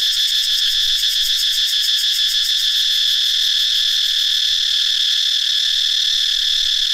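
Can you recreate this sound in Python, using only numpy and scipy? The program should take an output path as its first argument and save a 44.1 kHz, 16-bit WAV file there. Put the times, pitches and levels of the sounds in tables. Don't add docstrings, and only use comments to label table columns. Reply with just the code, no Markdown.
import sys
import numpy as np
from scipy import signal
from scipy.fft import rfft, irfft
from scipy.io import wavfile
from scipy.ndimage import uniform_filter1d

SR = 44100
rng = np.random.default_rng(int(sys.argv[2]) if len(sys.argv) > 2 else 0)


def wrap_up_sound(samples):
    columns = np.atleast_2d(samples).T
    tamed = np.clip(columns, -1, 1)
    steps = np.round(tamed * 32767).astype(np.int16)
    wavfile.write(sys.argv[1], SR, steps)


N = 305613
TIME_S = np.arange(N) / SR


# (harmonic number, relative level [dB], loss in a rasp [dB])
SONG_PARTIALS = [(1, -13.5, 4), (2, 2, 10.5), (3, -5.5, 3), (4, -17.5, -6.5), (5, -42, 3)]
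# (delay [ms], gain [dB])
SONG_REFLECTIONS = [(1.173, -20.5), (5.801, -16)]
# (frequency [Hz], relative gain [dB])
BELLY_RESPONSE = [(1100, -7), (1400, 2), (1730, -2), (2250, 0), (2650, 2), (2900, 0), (3250, 2.5),
                  (3700, 3), (4000, 4), (4280, 3), (4560, 0), (5150, 4), (5550, -1.5), (5880, 6),
                  (6200, 4.5), (7000, -4.5), (10000, -26)]

def song(slack, pitch_hz=1725.8, db=-17, glide=.2, choke_lift=.05, sag_db=11, choke_db=12):
    choked = flutter()
    cycle = tymbal(click_hz=213.8, jitter=.17)
    tension = uniform_filter1d(cycle, size=24)
    bend = glide * (tension - .5) + choke_lift * choked
    wobble = .01459 * walk(700) + .018 * walk(107.3) + .00398 * walk(10.99)
    phase = 2 * np.pi * np.cumsum(pitch_hz * (1 + bend + wobble)) / SR
    tone = sum(np.sin(harmonic * phase) * undb(partial_db - loss_db * slack + .49 * walk(600))
               for harmonic, partial_db, loss_db in SONG_PARTIALS)
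    collapse = uniform_filter1d(np.exp(-cycle / .089), size=16) * np.abs(walk(280))
    tone = tone * undb(-sag_db * collapse - choke_db * choked + .67 * walk(230))
    tone = tone + sum(undb(echo_db) * delay(tone, ms) for ms, echo_db in SONG_REFLECTIONS)
    wing = level(ring(tone, hz=4286, width_hz=330), db=-14) * undb(-14 * slack)
    return (colour(tone, BELLY_RESPONSE) + wing) * undb(db)


def flutter(beat_hz=39.184, slowing_hz_per_s=.4, settle_s=2.59, close_beats=.08, reopen_beats=.15):
    since_s = TIME_S - settle_s
    beats = beat_hz * since_s - slowing_hz_per_s * since_s ** 2 / 2 + .035 * walk(20)
    cycle = beats % 1
    gap_beats = .05 + .115 * np.sqrt(np.maximum(since_s, 0))
    gap_beats *= np.exp(.25 * rng.standard_normal(size=400)[np.floor(beats).astype(int)])
    closing = (cycle - 1 + gap_beats) / close_beats + .9
    reopening = (1 - cycle) / reopen_beats
    gap = np.clip(np.minimum(closing, reopening), 0, 1)
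    stumble = np.clip(2 * (walk(169) - 2.1), 0, 1)
    pause = sum(gain * bump(time_s + .02164, width_s=.005) for time_s, gain, _ in rasp_events())
    return uniform_filter1d(np.minimum(gap + stumble + pause, 1), size=24)


def tymbal(click_hz, jitter):
    return np.cumsum(click_hz * (1 + jitter * walk(80) + .015 * walk(1.8))) / SR % 1


# (frequency [Hz], relative level [dB])
RASP_SPECTRUM = [(1200, -36), (2000, -13.5), (2500, -22.5), (3300, 5), (4200, -11), (5200, 5.5),
                 (6000, -19), (6800, -5.5), (7600, -14.5), (8300, -7.5), (9400, -21.5), (11000, -19),
                 (14500, -15.5), (15600, -24)]

def rasp(envelope, db=-21, decay_cycles=.94):
    bursts = noise() * np.exp(-tymbal(click_hz=280.6, jitter=.055) / decay_cycles)
    return colour(bursts, RASP_SPECTRUM) * envelope * undb(db)


# (start [s], end [s], rasp width at full vigour [s])
RASP_BOUTS = [(-.707, .866, .033), (1, 2.787, .041)]

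def rasp_events(stride_s=.1638, warm_up_s=.5317, wind_down_s=.2402, tire_s=.14):
    events = []
    for start_s, end_s, width_s in RASP_BOUTS:
        time_s = start_s
        while time_s < end_s:
            vigour = 1 - np.exp((time_s - end_s) / tire_s)
            events.append((time_s, vigour, width_s * np.sqrt(vigour)))
            eager_s = .0374 * np.exp((start_s - time_s) / warm_up_s)
            hurry_s = .086 * np.exp((time_s - end_s) / wind_down_s)
            time_s += max(stride_s - eager_s - hurry_s, stride_s / 2)
    return events


# (frequency [Hz], relative level [dB])
HIGH_SPECTRUM = [(4000, -40), (6500, 3.5), (9500, -9.5), (10800, 0), (11400, -10), (12000, 1), (13000, 2.5),
                 (13500, -4), (14300, -4.5), (15500, -13)]

def high_cicada(trim_db=-1, swell_s=.0528, push_s=.0275, push_lag_s=.034, push_db=-7):
    envelope = sum(undb(db) * (bump(time_s, swell_s) + undb(push_db) * bump(time_s + push_lag_s, push_s))
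                   for time_s, db in swell_events())
    sizzle = noise() * np.exp(-tymbal(click_hz=293, jitter=.055))
    return colour(sizzle, HIGH_SPECTRUM) * envelope * undb(trim_db)


# (time [s], swell spacing [s], relative level [dB])
SWELL_EFFORT = [(.4, .1666, -35.5), (1, 0.13, -36), (1.2, 0.1395, -31.5), (1.5, 0.1496, -33.5),
                (3.45, 0.1684, -35), (4.35, .1276, -38), (4.55, 0.13, -47)]

def swell_events(first_s=.041):
    times_s, spacings_s, levels_db = np.transpose(SWELL_EFFORT)
    events, time_s = [], first_s
    while time_s < times_s[-1]:
        events.append((time_s, np.interp(time_s, times_s, levels_db)))
        time_s += np.interp(time_s, times_s, spacings_s)
    return events


# (frequency [Hz], relative level [dB])
CHORUS_SPECTRUM = [(1150, -32), (1400, -10), (1720, 1.5), (2250, -12.5), (2900, -4), (3450, -23),
                   (4500, -0.5), (5200, -20), (6300, -11.5), (7000, -9), (8200, -14.5), (9500, -16.5),
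                   (12800, -16), (15500, -29.5)]

def chorus(db=-35.5, grain_db=2, shimmer_db=.59):
    hiss = noise() * undb(grain_db * walk(280) + shimmer_db * walk(30))
    return colour(hiss, CHORUS_SPECTRUM) * undb(db)


# (time [s], level [dB], width [s])
WIND_GUSTS = [(.8, -30.5, 0.21), (1.1, -43.5, 0.38), (6.6, -41.5, 0.77)]
# (frequency [Hz], relative level [dB])
WIND_SPECTRUM = [(7, 14), (11, 17), (17, 8.5), (25, 4), (40, -8), (62, -13), (100, -23), (150, -35),
                 (300, -54)]

def wind(breeze_db=-42.5, waver_db=2):
    breeze = undb(breeze_db + waver_db * walk(2.4))
    gusts = sum(undb(db) * bump(time_s, width_s) for time_s, db, width_s in WIND_GUSTS)
    return colour(noise(), WIND_SPECTRUM) * (breeze + gusts)


# (frequency [Hz], relative level [dB])
STEREO_HISS_SPECTRUM = [(680, -69), (1150, -42), (1350, -16), (1680, -2), (2120, -14.5), (3520, 1),
                        (5230, -1), (9350, -20.5), (12500, -18), (15000, -29)]

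def stereo_hiss(db=-44):
    return undb(db) * colour(noise(), STEREO_HISS_SPECTRUM)


# (frequency [Hz], relative level [dB])
FLOOR_SPECTRUM = [(100, -4), (200, 3.5), (350, 0.5), (650, -0.5), (900, 1.5), (1150, 2.5)]

def noise_floor(slack, db=-61.5, flicker_db=2.2, dip_db=4):
    return colour(noise() * undb(flicker_db * walk(40)), FLOOR_SPECTRUM) * undb(db - dip_db * slack)


def scatter(x, t60_s):
    tail = noise()[:SR // 2] * undb(-60 * TIME_S[:SR // 2] / t60_s)
    return signal.fftconvolve(x, tail / np.linalg.norm(tail))[:N]


def undb(db):
    return 10 ** (np.asarray(db) / 20)


def level(x, db=0):
    return x * undb(db) / np.sqrt(np.mean(x ** 2))


def noise():
    return rng.standard_normal(N)


def walk(rate_hz):
    lowpass = np.exp(-(np.fft.rfftfreq(N, 1 / SR) / rate_hz) ** 2)
    return level(irfft(rfft(noise()) * lowpass, N))


def colour(x, spectrum):
    hz, db = np.transpose(spectrum)
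    octave, knots = np.log2(np.fft.rfftfreq(N, 1 / SR) + 1), np.log2(hz)
    octaves_outside = np.abs(octave - np.clip(octave, knots[0], knots[-1]))
    gain = undb(np.interp(octave, knots, db) - 20 * octaves_outside)
    return level(irfft(rfft(x) * gain, N))


def ring(x, hz, width_hz):
    b, a = signal.iirpeak(hz, hz / width_hz, fs=SR)
    return signal.lfilter(b, a, signal.lfilter(b, a, x))


def delay(x, ms):
    return irfft(rfft(x) * np.exp(-2j * np.pi * np.fft.rfftfreq(N, 1 / SR) * ms / 1000), N)


def bump(time_s, width_s, flatness=2):
    return 2 ** -np.minimum(np.abs(2 * (TIME_S - time_s) / width_s), 4) ** flatness


def scene(song_echo_db=-18, bright_echo_db=-6):
    events = rasp_events()
    rasping = sum(gain * bump(time_s, width_s) for time_s, gain, width_s in events)
    slack = sum(gain * bump(time_s - .002, 1.08 * width_s, flatness=4.1)
                for time_s, gain, width_s in events)
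    near = song(slack)
    bright = rasp(rasping) + high_cicada() + chorus()
    song_echo = undb(song_echo_db) * scatter(near, t60_s=.13)
    bright_echo = undb(bright_echo_db) * scatter(bright, t60_s=.054)
    mid = near + bright + song_echo + bright_echo + noise_floor(slack) + wind()
    diffuse = undb(-18) * (rasp(rasping) + high_cicada()) + stereo_hiss()
    side = diffuse + undb(-23) * noise_floor(slack) + undb(-19) * wind()
    return np.array([mid + side, mid - side])


def record(dry, cutoff_hz=15700):
    return signal.sosfiltfilt(signal.ellip(10, .1, 70, cutoff_hz, fs=SR, output="sos"), dry)


dry = scene()
out = record(dry)
wrap_up_sound(out)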